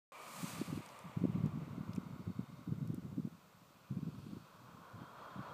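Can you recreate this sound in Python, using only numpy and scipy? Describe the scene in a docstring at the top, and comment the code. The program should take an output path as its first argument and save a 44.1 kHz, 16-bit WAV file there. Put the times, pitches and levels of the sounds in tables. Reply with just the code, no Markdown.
"""Whoosh over a windy field

A soft whoosh of air swells close by and fades, perhaps a model glider going past. Gusts rumble on the
microphone and their eddies strike it in low thumps. Far off, tyre roar dies away and builds again.
Thin whistles, rustling leaves, faint handling ticks and the microphone's own hiss lie underneath."""
import sys
import numpy as np
from scipy import signal
from scipy.fft import rfft, irfft
from scipy.io import wavfile
from scipy.ndimage import uniform_filter1d, map_coordinates

SR = 44100
rng = np.random.default_rng(int(sys.argv[2]) if len(sys.argv) > 2 else 0)


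def persist_wave(psi):
    """Save psi, clipped to +-1, as 16-bit WAV."""
    counts = np.round(np.clip(psi, -1, 1) * 32767).astype(np.int16)
    wavfile.write(sys.argv[1], SR, np.atleast_2d(counts).T)


N = 243873
TIME = np.arange(N) / SR


def undb(db):
    """Decibels to gain."""
    return 10 ** (np.asarray(db) / 20)


def unit(x):
    """Scale to rms 1."""
    return x / np.sqrt(np.mean(x ** 2))


def noise(spectrum):
    """Noise of rms 1 with the colour of (Hz, dB) points."""
    hz, db = np.transpose(spectrum)
    f = np.maximum(np.arange(N // 2 + 1) * SR / N, 1)
    # the spectrum falls away beyond its first and last points
    skirts = np.minimum(f / hz[0], 1) ** 2 * np.minimum(hz[-1] / f, 1) ** 2
    tilt = undb(np.interp(np.log(f), np.log(hz), db))
    return unit(irfft(rfft(rng.standard_normal(N)) * skirts * tilt, N))


def wavering_gain(depth_db, rate_hz):
    """An unsteady level: random steps, smoothed twice."""
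    hold = int(SR / rate_hz)
    steps = np.repeat(rng.standard_normal(N // hold + 1), hold)
    slewed = uniform_filter1d(uniform_filter1d(steps, hold), hold)
    return undb(depth_db * unit(slewed[:N]))


def airy_band(hz, width_hz):
    """A hollow, breathy band: a tone spread by its wandering level and phase."""
    slew = signal.butter(2, width_hz / 2, fs=SR, output="sos")
    wander = signal.sosfilt(slew, rng.standard_normal(N) + 1j * rng.standard_normal(N))
    return unit(np.real(wander * np.exp(2j * np.pi * hz * TIME)))


def passing(closest_s, db, approach_s, retreat_s, power):
    """Gain of something going by in a straight line: it falls with a power of the distance."""
    along = (TIME - closest_s) / np.where(TIME < closest_s, approach_s, retreat_s)
    return undb(db) / np.hypot(1, along) ** power


def swells(rows):
    """Airy bands that each rise and fade once."""
    return sum(airy_band(hz, width) * passing(s, db, half, half, power=1.7)
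               for s, db, half, hz, width in rows)


def add(out, sound, s):
    """Mix a short sound in from time s."""
    i = max(int(s * SR), 0)
    out[i:i + len(sound)] += sound[:N - i]


def whoosh():
    """Turbulent air off the wings: a bright hiss peaks just ahead of a lower rush."""
    # colours of the two layers: freq_hz, relative_db
    hiss_colour = [(2500, -31), (4000, -19), (5300, -7), (6600, -3.5), (8100, -3), (8900, -3), (9700, -8),
                   (12000, -8), (14000, -10), (15500, -15)]
    rush_colour = [(200, 12.5), (500, -7.5), (1200, 4), (1800, -1), (2500, 1), (3100, -2.5), (3700, -3.5),
                   (4500, -1), (5200, -7.5), (7000, -60)]
    # their close pass: loudest_s, level_db, approach_s, retreat_s, distance_power
    air_paths = [(.43, -54.5, 0.15, 0.24, 2.34), (.48, -53, 0.33, 0.47, 5.56)]
    air = noise(hiss_colour) * passing(*air_paths[0]) + noise(rush_colour) * passing(*air_paths[1])
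    return air * wavering_gain(depth_db=0.95, rate_hz=91)


def airflow(attack_s=0.011, release_s=0.016, breeze_db=-66, breeze_rise_s=0.55):
    """Wind envelope: each gust arrives fast, holds and dies away into the breeze."""
    # gusts over the microphone: start_s, length_s, level_db
    gust_rows = [(0.392, 0.05, -53), (0.501, 0.16, -50), (0.685, 0.11, -43), (1.045, .05, -51.5),
                 (1.169, .31, -40), (1.499, 0.12, -42), (1.674, 0.16, -45), (1.869, .11, -44.5),
                 (2.012, 0.23, -47.5), (2.272, 0.032, -42.5), (2.362, 0.068, -48), (2.479, 0.15, -52),
                 (2.672, 0.32, -43), (3.028, 0.25, -44.5), (3.282, 0.075, -56.5), (3.907, .2, -44.5),
                 (4.147, 0.25, -47), (4.585, 0.25, -59), (4.944, 0.075, -50), (5.365, 0.049, -48.5),
                 (5.484, .05, -55.5)]
    power = (undb(breeze_db) * np.minimum(TIME / breeze_rise_s, 1) ** 2) ** 2
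    for start, length, db in gust_rows:
        age = TIME - start
        attack = np.clip(1 + age / attack_s, 0, 1)
        release = np.exp(-np.maximum(age - length, 0) / release_s)
        power += (attack * release * undb(db)) ** 2
    return np.sqrt(power)


def eddies(flow, per_s=24, over_db=6, scatter_db=2, centre_hz=202.3, scatter_octaves=0.52):
    """Irregular lesser eddies that follow the airflow, as rows of time_s, level_db, pitch_hz."""
    count = 400
    early, strength, pitch = rng.uniform(-0.986, 1, (count, 3)).T
    s = (np.arange(count) + 1 + early / 2) / per_s
    flow_db = 20 * np.log10(np.interp(s, TIME, flow) + 1e-9)
    db = flow_db + over_db + scatter_db * strength
    hz = centre_hz * 2 ** (scatter_octaves * pitch)
    return np.column_stack([s, db, hz])[s < TIME[-1]]


def buffets(rows, sharpness=11.0, steepening=2.6):
    """Thumps: each eddy sweeps the port as one pressure swing; smaller ones pass faster, sound higher."""
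    out, size = np.zeros(N), 4096
    f = np.arange(size) * SR / size
    for (s, db, hz), angle in zip(rows, rng.uniform(0, 2 * np.pi, size=500)):
        # the microphone's bass cut sets the low side, the eddy's size the fall above
        ratio = f / hz * (sharpness + 1) / sharpness
        spectrum = (ratio * np.exp(1 - ratio)) ** sharpness
        swing = np.fft.fftshift(np.fft.ifft(spectrum))
        # push or suction comes first, depending on where the eddy strikes
        swing = swing / np.abs(swing).max() * np.exp(1j * angle) * undb(db)
        # pressure goes with air speed squared, so strong eddies have steeper fronts
        add(out, np.real(swing + steepening * swing ** 2), s - size / 2 / SR)
    return out


def wind_on_microphone(bass_cut_hz=71.5):
    """Small eddies make a sputtering rumble, larger ones thump; the microphone's bass cut thins both."""
    # colour of the rumble: freq_hz, relative_db
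    rumble_colour = [(25, 1), (45, -14.5), (70, -8.5), (110, 0.5), (170, 1.5), (230, -8.5), (320, -14),
                     (430, -21), (650, -31.5), (1200, -46)]
    # strongest eddies hitting the port: time_s, level_db, pitch_hz
    big_eddies = [(.434, -33.5, 216), (.444, -31, 190), (.617, -26.5, 288), (.73, -30, 244),
                  (.778, -34, 286), (1.173, -26, 159), (1.219, -31.5, 220), (1.241, -22, 216),
                  (1.254, -21.5, 270), (1.3, -28, 168), (1.36, -28.5, 203), (1.442, -24, 161),
                  (1.461, -24, 212), (1.559, -32.5, 205), (1.783, -34.5, 251), (1.811, -32.5, 184),
                  (1.895, -30.5, 182), (1.983, -26, 209), (2.304, -35.5, 219), (2.395, -27.5, 198),
                  (2.679, -32.5, 223), (2.725, -27.5, 167), (2.83, -30.5, 172), (2.904, -29, 160),
                  (2.983, -31.5, 218), (3.183, -27.5, 238), (3.2, -29.5, 190), (3.253, -32, 198),
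                  (3.913, -32, 167), (3.974, -31, 190), (4.032, -30, 195), (4.087, -34, 200),
                  (4.335, -36, 233), (5.394, -37, 220)]
    flow = airflow()
    rumble = unit(noise(rumble_colour) * wavering_gain(depth_db=3, rate_hz=70)) * flow * undb(-2)
    thumps = buffets(big_eddies) + buffets(eddies(flow))
    bass_cut = signal.butter(2, bass_cut_hz, "high", fs=SR, output="sos")
    return signal.sosfiltfilt(bass_cut, rumble + thumps)


def road(start_doppler=1.02, doppler_drop=0.085, drop_s=1.1):
    """Tyre roar of three far cars, wavering in the moving air; the leaving one sinks in pitch."""
    # tyre colours after crossing the grass: freq_hz, relative_db
    leaving_colour = [(60, -35), (190, -9.5), (340, -12.5), (580, 1), (830, -3), (1060, 3), (1260, -11),
                      (1440, -7.5), (1620, -13), (2050, -9.5), (2400, -8), (3100, -13.5), (4600, -22.5),
                      (9000, -45)]
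    coming_colour = [(60, -10), (180, -8), (400, -7), (580, -0.5), (780, -6), (1060, -0.5), (1300, -0.5),
                     (1500, -3), (1750, -28), (2000, -22.5), (2400, -17.5), (2900, -23), (4300, -23.5),
                     (5300, -32), (9000, -42.5)]
    # bands that sing in the roar: pitch_hz, width_hz, relative_db
    leaving_bands = [(1213, 111, -3.5)]
    coming_bands = [(1057, 180, -4.5), (1559, 480, -13.5), (3260, 130, -20.5), (3676, 120, -26),
                    (4320, 73, -29.5)]
    # cars leaving, going by and coming: loudest_s, level_db, approach_s, retreat_s, distance_power
    car_paths = [(.25, -56, 1.2, 1.745, 3.97), (1.85, -62.5, 0.58, 0.85, 1.64),
                 (5.44, -53.5, 0.37, 0.58, 1.24)]
    doppler = start_doppler - doppler_drop * np.tanh(TIME / drop_s)
    leaving = noise(leaving_colour) + singing(leaving_bands)
    leaving = map_coordinates(leaving, [np.cumsum(doppler)], order=3, mode="wrap")
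    going_by = noise(coming_colour)
    coming = noise(coming_colour) + singing(coming_bands)
    return sum(roar * passing(*path) * wavering_gain(depth_db=1.01, rate_hz=18)
               for roar, path in zip([leaving, going_by, coming], car_paths))


def singing(bands):
    """The hollow notes in a car's tyre roar."""
    return sum(undb(db) * airy_band(hz, width) for hz, width, db in bands)


def thin_whistles():
    """Breezy whistles, the first just ahead of the whoosh."""
    # narrow swells: loudest_s, level_db, half_length_s, pitch_hz, width_hz
    whistle_rows = [(.19, -62.5, 0.15, 2343, 170), (2.2, -77, 0.56, 2130, 180),
                    (2.25, -82.5, .5, 4450, 200), (2.4, -81.5, 0.59, 3710, 190),
                    (4.2, -80, 0.76, 2530, 280), (4.33, -82, 0.16, 4420, 220)]
    return swells(whistle_rows)


def leaf_rustle():
    """Dry leaves stirred by a gust."""
    # broad, bright swells: loudest_s, level_db, half_length_s, centre_hz, width_hz
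    rustle_rows = [(4.28, -74.5, 0.33, 3730, 2376), (4.29, -80.5, .15, 8070, 4500)]
    return swells(rustle_rows)


def handling_ticks(trim_db=-5, snap_db=-8, snap_t60_s=0.016):
    """Tiny dry contacts of a hand: a broad snap and a ring of the casing, gone in milliseconds."""
    # touches on the casing: start_s, relative_db, low_hz, high_hz, t60_s
    touches = [(0.861, -47.5, 3000, 9000, 0.016), (.889, -49, 2780, 7000, 0.019),
               (.990, -48.5, 5000, 10000, 0.014), (1.46, -47, 4560, 8900, 0.0083),
               (1.933, -49, 2000, 5960, 0.021), (1.951, -54.5, 7000, 10900, 0.02),
               (1.96, -45, 5450, 7700, 0.013), (1.963, -53, 2030, 2980, 0.041),
               (2.875, -51, 5000, 14900, 0.0047), (2.945, -47, 7100, 13700, 0.012)]
    out, t = np.zeros(N), TIME[:SR // 10]
    for s, db, low_hz, high_hz, t60 in touches:
        band = signal.butter(4, [low_hz, high_hz], "band", fs=SR, output="sos")
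        ring = unit(signal.sosfilt(band, rng.standard_normal(len(t)))) * undb(-60 * t / t60)
        snap = undb(snap_db) * rng.standard_normal(len(t)) * undb(-60 * t / snap_t60_s)
        add(out, undb(db + trim_db) * (ring + snap), s)
    return out


def microphone_hiss(level_db=-70.5):
    """A steady bed of the microphone's own noise."""
    # colour of the hiss: freq_hz, relative_db
    floor_colour = [(40, 7), (150, 3), (500, 9.5), (2000, 3), (4000, 1.5), (5300, -0.5), (8000, -1.5),
                    (10000, -8), (12000, -4.5), (14000, -1.5), (15500, -3.5)]
    return undb(level_db) * noise(floor_colour)


def scene():
    """All the layers meet at one microphone, in mono."""
    foreground = wind_on_microphone() + whoosh()
    background = road() + thin_whistles() + leaf_rustle() + handling_ticks() + microphone_hiss()
    return (foreground + background)[None]


def record(dry):
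    """The sound cuts in after a moment of silence; the top end is rolled off steeply."""
    start_s, top_hz = 0.12, 15350
    high_cut = signal.ellip(10, 0.2, 70, top_hz, fs=SR, output="sos")
    return signal.sosfilt(high_cut, dry * (TIME >= start_s))


dry = scene()
out = record(dry)
persist_wave(out)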